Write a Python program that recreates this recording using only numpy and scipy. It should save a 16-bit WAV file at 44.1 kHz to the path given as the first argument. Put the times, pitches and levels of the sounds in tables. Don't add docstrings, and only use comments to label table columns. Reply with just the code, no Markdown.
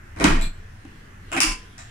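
import sys
import numpy as np
from scipy import signal
from scipy.fft import rfft, irfft
from scipy.io import wavfile

SR = 44100
rng = np.random.default_rng(int(sys.argv[2]) if len(sys.argv) > 2 else 0)


def store_wav(level_fs):
    pcm = np.round(np.clip(np.atleast_2d(level_fs), -1, 1) * 32767)
    wavfile.write(sys.argv[1], SR, pcm.T.astype(np.int16))


def convert_level_to_amplitude(level_db):
    exponent = np.asarray(level_db, float) / 20
    return 10 ** exponent


N = 83790
TOP_HZ = 16450

# (f/Hz, level/dB, time to fade by 60 dB/s)
BOWL_MODES = [(142.6, -6.5, 0.11), (205.4, -2, 0.066), (289.7, 2.5, 0.044), (337, -1, 0.075),
              (688, -10.5, 0.035), (877, -18, 0.022), (1140, -33, 0.0098), (1390, -14.5, 0.048),
              (1530, -20, 0.036), (2460, -7.5, 0.0061)]
# (f/Hz, level per Hz/dB)
TAB_CRACK = [(180, -34), (300, 3), (2250, -10.5), (2650, 1.5), (3690, -21.5), (7370, -20.5), (15500, -40)]


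def curve(rows):
    times, levels = np.transpose(rows)
    return np.interp(np.arange(N) / SR, times, levels)


def at_hz(points, hz):
    table = np.array(points)
    return np.interp(np.log(hz), np.log(table[:, 0]), table[:, 1])


def rms_one(x):
    return x / np.sqrt(np.mean(x ** 2) + 1e-20)


def high_pass(x, order, hz):
    return signal.sosfilt(signal.butter(order, hz, "high", fs=SR, output="sos"), x)


def since(start_s):
    return np.maximum(np.arange(N) / SR - start_s, 0)


def bands(low_hz, high_hz):
    count = int(6 * np.log2(high_hz / low_hz)) + 2
    edges = np.geomspace(low_hz, high_hz, count)
    return [(np.sqrt(a * b), signal.butter(2, [a, b], "band", fs=SR, output="sos"))
            for a, b in zip(edges, edges[1:])]


def spread(hz, mid, side):
    # (f/Hz, likeness from -1 to 1)
    likeness = [(100, 1), (200, 0.92), (350, 0.77), (600, -0.4), (2000, 0.13), (8000, -0.05), (13000, 0.2)]
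    alike = np.clip(at_hz(likeness, hz), -.99, .99)
    return np.sqrt(1 + alike) * mid + np.sqrt(1 - alike) * side * [[1], [-1]]


def hiss(spectrum, patchy_db):
    warm_up = 8000
    out = 0
    white = rng.standard_normal((2, 2, N + warm_up))
    for k, (hz, sos) in enumerate(bands(spectrum[0][0], spectrum[-1][0])):
        mid, side = signal.sosfilt(sos, white[k % 2])[:, warm_up:]
        flicker = np.interp(np.arange(N), np.linspace(0, N, 24), rng.standard_normal(24))
        out = out + convert_level_to_amplitude(at_hz(spectrum, hz) + patchy_db * flicker) * spread(hz, mid, side)
    return rms_one(out)


def ring(x, hz, t60):
    r = convert_level_to_amplitude(-60 / (t60 * SR))
    w = 2 * np.pi * hz / SR
    return signal.lfilter([0, np.sin(w)], [1, -2 * r * np.cos(w), r * r], x + 1e-18)


def knocks(contacts, modes, crack, longest_s=.022):
    crack_s = 0.0027
    t = np.arange(900) / SR
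    burst, out = np.zeros((3, N + SR)), np.zeros((3, N + SR))
    strengths_db = rng.normal(0, 1.3, (len(contacts), len(modes)))
    for s, crack_db, _, direct_db in contacts:
        i = int(s * SR)
        noise = rng.standard_normal((2, 900))
        burst[:2, i:i + 900] += convert_level_to_amplitude(crack_db + direct_db) * np.exp(-t / crack_s) * noise
        burst[2, i] += convert_level_to_amplitude(crack_db) * np.sqrt(crack_s * SR / 2)
    span = slice(int(contacts[0][0] * SR), int(contacts[-1][0] * SR) + SR // 2)

    filters = bands(max(crack[0][0], 300), TOP_HZ)
    power = sum(convert_level_to_amplitude(2 * at_hz(crack, hz)) * hz * .116 for hz, _ in filters) / (SR / 2)
    for k, (hz, sos) in enumerate(filters):
        gain = (-1) ** k * convert_level_to_amplitude(at_hz(crack, hz)) / np.sqrt(power) / 2
        out[:, span] += gain * signal.sosfilt(sos, burst[:, span] + 1e-18)

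    for k, (hz, db, t60) in enumerate(modes):
        push = np.zeros((2, N + SR))
        for (s, _, body_db, direct_db), extra_db in zip(contacts, strengths_db[:, k]):
            push_db = body_db + db + extra_db - 5.5 + direct_db * np.array([1, 0])
            push[:, int(s * SR)] += convert_level_to_amplitude(push_db) * (-1) ** k
        fade_s = min(t60, longest_s) if hz > 1000 else t60
        near, far = ring(push[:, span], hz, fade_s)
        quarter_wave = int(SR / hz / 4)
        out[:, span] += [near, np.roll(near, quarter_wave) * (-1) ** k, far]
    return out[:, :N]


def rumble():
    # (f/Hz, level per Hz/dB)
    rumble_colour = [(11, -45), (18, -47), (33, 3.5), (53, -14.5), (69, -16), (92, 0), (136, -11.5),
                     (293, -19.5), (480, -24.5), (620, -56), (1060, -120)]
    return convert_level_to_amplitude(-47) * hiss(rumble_colour, patchy_db=3.5)


def fan():
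    # (f/Hz, level per Hz/dB)
    fan_colour = [(280, -76), (480, -24), (548, -5.5), (644, -7), (943, -6.5), (1750, -1), (4030, -24),
                  (5650, -19.5), (16000, -34)]
    return convert_level_to_amplitude(-53) * hiss(fan_colour, patchy_db=1.9)


def drone():
    # (t/s, level/dB)
    drone_level = [(0, -76), (.12, -43.5), (.5, -49), (.85, -45.5), (.98, -60), (1.9, -53.5)]
    drone_hz, width_hz = 84, 11.5
    note = ring(rng.standard_normal(N + SR), drone_hz, 1.9 / width_hz)
    return convert_level_to_amplitude(curve(drone_level)) * rms_one(note[SR:])


def sleeve():
    # (t/s, level/dB)
    rustle_level = [(0, -77), (.7, -62.5), (.88, -62.5), (1.0, -61.5), (1.2, -70.5), (1.3, -57.5)]
    return convert_level_to_amplitude(curve(rustle_level)) * hiss([(2500, 10), (6000, -5), (11000, -9.5)], patchy_db=3)


def seat():
    # (t/s, crack level/dB, body level/dB, straight path level/dB)
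    seat_hits = [
        (.1615, -26, -27, -6.5),
        (.174, -45, -61, -6),
        (.1862, -30, -40, 4),
        (.1987, -8.5, -13, -8),
        (.2092, -13, -13.5, -12),
        (.217, -25, -9.5, -6.5),
        (.300, -14.5, -13.5, -0.5),
        (.392, -32, -21.5, -5),
    ]
    # (f/Hz, level per Hz/dB)
    seat_crack = [(240, -13), (400, 8), (633, 3.5), (957, -0.5), (1490, -4.5), (2320, -4.5), (2550, -16),
                  (10300, -26), (15500, -52)]
    return knocks(seat_hits, BOWL_MODES, seat_crack)


def counter():
    # (t/s, level/dB, f/Hz, rise/s, time to fade by 60 dB/s, phase/rad)
    sways = [
        (0.263, -5.5, 22, 0.062, 1.1, 1.28),
        (1.455, -12.5, 30, 0.03, 0.35, 3.3),
        (.243, -19, 58, 0.013, 0.39, 0.28),
        (.27, -26.5, 80, 0.017, 0.73, 0.37),
        (.2, -22.5, 48, 0.013, 0.39, .3),
    ]
    out = np.zeros(N)
    for s, db, hz, rise, t60, phase in sways:
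        t = since(s)
        swell = 1 - np.exp(-(t / rise) ** 2)
        out += convert_level_to_amplitude(db - 60 * t / t60) * swell * np.sin(2 * np.pi * hz * t + phase)
    return out


def rings():
    # (t/s, level/dB, time to fade by 60 dB/s)
    thin_rings = [(.2, -28.5, 0.12), (.33, -42.5, 1.05), (1.32, -36.5, 0.16), (1.364, -24.5, 0.084),
                  (1.376, -19, 0.094), (1.46, -33.5, 0.97), (1.455, -40, 0.39), (1.437, -26, 0.38),
                  (.85, -26.5, 0.17), (2.2, -26, .15), (.2405, -9, 0.11), (.2405, -13, 0.15),
                  (.212, -18.5, 0.17), (.303, -16, 0.11), (1.345, -30, 0.26)]
    ring_pitches = [670, 655, 670, 770, 272, 1020, 790, 315, 285, 705, 295, 190, 285, 320, 325]
    out = np.zeros(N)
    for (s, db, t60), hz in zip(thin_rings, ring_pitches):
        t = since(s)
        swell = 1 - np.exp(-t / 0.0028)
        out += convert_level_to_amplitude(db - 60 * t / t60) * swell * np.sin(2 * np.pi * hz * t)
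    return out


def land():
    # (t/s, crack level/dB, body level/dB, straight path level/dB)
    land_hits = [
        (.2408, -3.5, -5, -1.5),
        (.2445, -16.5, -10.5, 2.8),
        (.252, -21, -10.5, 3.5),
    ]
    # (f/Hz, level per Hz/dB)
    land_crack = [(240, -21), (400, -4.5), (957, -2), (1490, -2), (2550, -6.5), (3600, -14), (5500, -17),
                  (9300, -21), (11000, -32), (15500, -40)]
    return knocks(land_hits, BOWL_MODES, land_crack)


def rattle():
    # (t/s, crack level/dB, body level/dB, straight path level/dB)
    rattle_hits = [
        (.412, -32, -26.5, -8.5),
        (.421, -50, -40, 7),
        (.437, -43, -38.5, -4),
        (.452, -47, -43.5, -9),
        (.855, -70, -63, 2),
    ]
    # (f/Hz, level/dB, time to fade by 60 dB/s)
    stem_modes = [(2385, 3, 0.04), (3490, -1.5, 0.045), (3850, 0.5, .03), (4206, 7, 0.022),
                  (7390, 0.5, 0.048), (7840, 1.5, 0.042), (8355, -9, 0.024), (10470, -10, 0.03),
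                  (11150, -14, .03), (12000, -14, 0.03)]
    # (f/Hz, level per Hz/dB)
    rattle_crack = [(590, -39), (1000, -14), (3180, 9), (4290, 2), (6630, 4), (7610, 6), (15500, -11)]
    return knocks(rattle_hits, stem_modes, rattle_crack, longest_s=.033)


def settle():
    # (t/s, crack level/dB, body level/dB, straight path level/dB)
    settle_hits = [
        (.85, -29.5, -18, 2.5),
        (.912, -41, -46, -3),
        (1.45, -63, -19.5, -2),
        (1.48, -28, -29, -4),
    ]
    # (f/Hz, level/dB, time to fade by 60 dB/s)
    base_modes = [(298, 2, 0.064), (195.5, -15.5, 0.22), (786, -13.5, 0.06)]
    return knocks(settle_hits, base_modes, TAB_CRACK)


def twist():
    # (t/s, crack level/dB, body level/dB, straight path level/dB)
    twist_hits = [
        (1.3175, -19.5, -22.5, -11),
        (1.325, -40, -25, -11),
        (1.332, -30, -27.5, -4),
        (1.35, -33, -27, -4),
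    ]
    # (f/Hz, level/dB, time to fade by 60 dB/s)
    tab_modes = [(322, -3, 0.14), (695, -8.5, 0.095), (1450, 9, 0.0048), (2800, -16, 0.02),
                 (7400, -2, 0.0076), (9460, -13.5, 0.016)]
    return knocks(twist_hits, tab_modes, TAB_CRACK)


def catch():
    # (t/s, crack level/dB, body level/dB, straight path level/dB)
    catch_hits = [
        (1.365, -13.5, -18, -7.5),
        (1.378, -27, -21, -6),
        (1.383, -28, -27, -1.5),
    ]
    # (f/Hz, level/dB, time to fade by 60 dB/s)
    ramp_modes = [(255, 6, 0.02), (584, -7, 0.052), (750, 1, 0.017), (1650, -3.5, 0.0074),
                  (2140, -8.5, 0.049), (2540, 1.5, 0.014), (5300, -14, 0.012), (7150, -26, 0.009)]
    # (f/Hz, level per Hz/dB)
    catch_crack = [(180, -29), (300, 9.5), (461, -21), (2400, -3), (4280, -23.5), (10100, -22.5),
                   (15500, -60)]
    return knocks(catch_hits, ramp_modes, catch_crack)


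def snap():
    # (t/s, crack level/dB, body level/dB, straight path level/dB)
    snap_hits = [
        (1.4033, -5, -11.5, -5),
        (1.413, -26, -35, -4),
        (1.42, -37, -30.5, 13),
        (1.432, -28, -25.5, 10.5),
    ]
    # (f/Hz, level/dB, time to fade by 60 dB/s)
    latch_modes = [(2260, 3.5, 0.014), (2676, 4.5, .04), (2864, 0, 0.09), (4890, -2, 0.0098),
                   (5410, -3, 0.017), (8830, -4, 0.025), (10100, -36, 0.026)]
    # (f/Hz, level per Hz/dB)
    snap_crack = [(400, -23.5), (1100, -5), (3100, -10), (4050, -16.5), (4700, -6), (6300, -8), (9800, -10),
                  (11500, -24), (15500, -30.5)]
    return knocks(snap_hits, latch_modes, snap_crack)


def release():
    # (t/s, crack level/dB, body level/dB, straight path level/dB)
    release_hits = [
        (1.780, -14.5, -16.5, -7),
        (1.789, -36, -12.5, -6.5),
    ]
    # (f/Hz, level/dB, time to fade by 60 dB/s)
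    handle_modes = [(722, -5.5, 0.078), (1800, -2, 0.015), (3870, -7, 0.011), (7330, 0.5, 0.0075)]
    # (f/Hz, level per Hz/dB)
    release_crack = [(500, -2), (1500, 1), (2600, 1), (3300, -16), (5500, -1), (7500, -2), (10000, -15.5),
                     (15500, -38)]
    return knocks(release_hits, handle_modes, release_crack)


def kitchen(x):
    # (f/Hz, time to fade by 60 dB/s)
    room_fade = [(100, 0.8), (300, 0.36), (1000, 0.48), (3000, 0.5), (6000, 0.49), (14000, 0.32)]
    gap_s, rise_s, low_db = 0.0064, 0.00058, -4.5
    t = np.arange(SR) / SR
    tail = 0
    white = rng.standard_normal((2, 2, SR))
    for k, (hz, sos) in enumerate(bands(69.6, TOP_HZ)):
        mid, side = signal.sosfilt(sos, white[k % 2]) * convert_level_to_amplitude(-60 * t / at_hz(room_fade, hz))
        tail = tail + spread(hz, mid, side) * convert_level_to_amplitude(low_db * (hz < 900))
    tail = tail * (1 - np.exp(-np.maximum(t - gap_s, 0) / rise_s))
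    tail = tail / np.sqrt(np.sum(tail ** 2) / 2)
    return convert_level_to_amplitude(4.5) * signal.fftconvolve(x[None], tail, axes=1)[:, :N]


def straight_path(mid, other):
    side = high_pass(other, 4, 450)
    direct = mid + side * [[1], [-1]]
    bright_db = 3.5 + 8 * np.array([[.5], [-.5]])
    return direct + (convert_level_to_amplitude(bright_db) - 1) * high_pass(direct, 2, 4000)


def scene():
    # (t/s, level/dB)
    duck = [(0, 0.5), (.47, -4), (.52, -15), (.8, -18.5), (1.3, 3.5), (1.391, 1.5), (1.399, -6),
            (1.4025, -3), (1.53, -3), (1.58, -12), (1.9, -22.5)]
    contacts = seat() + land() + rattle() + twist() + catch() + snap() + settle() + release()
    mid, other, feed = high_pass(contacts, 2, 93)
    action = straight_path(mid, other) + kitchen(feed) + rings() + counter()
    background = rumble() + fan() + drone() + sleeve()
    duck_db = curve(duck)
    return action * convert_level_to_amplitude(duck_db) + background * convert_level_to_amplitude(0.069 * duck_db)


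def mics(x):
    # (f/Hz, left minus right level/dB)
    balance = [(200, 0), (400, -0.7), (700, 2), (1290, -0.7), (2380, -2), (4400, 0), (8120, 1.4),
               (15000, -5.5)]
    hz = np.maximum(np.arange(N // 2 + 1) * SR / N, 1)
    half_db = at_hz(balance, hz) * np.array([[.5], [-.5]])
    return irfft(rfft(x) * convert_level_to_amplitude(half_db), N)


def band_limit(x):
    return signal.sosfilt(signal.butter(12, 16460, fs=SR, output="sos"), x)


def record(dry):
    rounded = 1.738 * np.tanh(mics(dry) / 1.439) - .002
    top_cut = signal.cheby2(12, 70, TOP_HZ + 250, fs=SR, output="sos")
    mix = signal.sosfilt(top_cut, rounded)
    return band_limit(mix)


dry = scene()
out = record(dry)
store_wav(out)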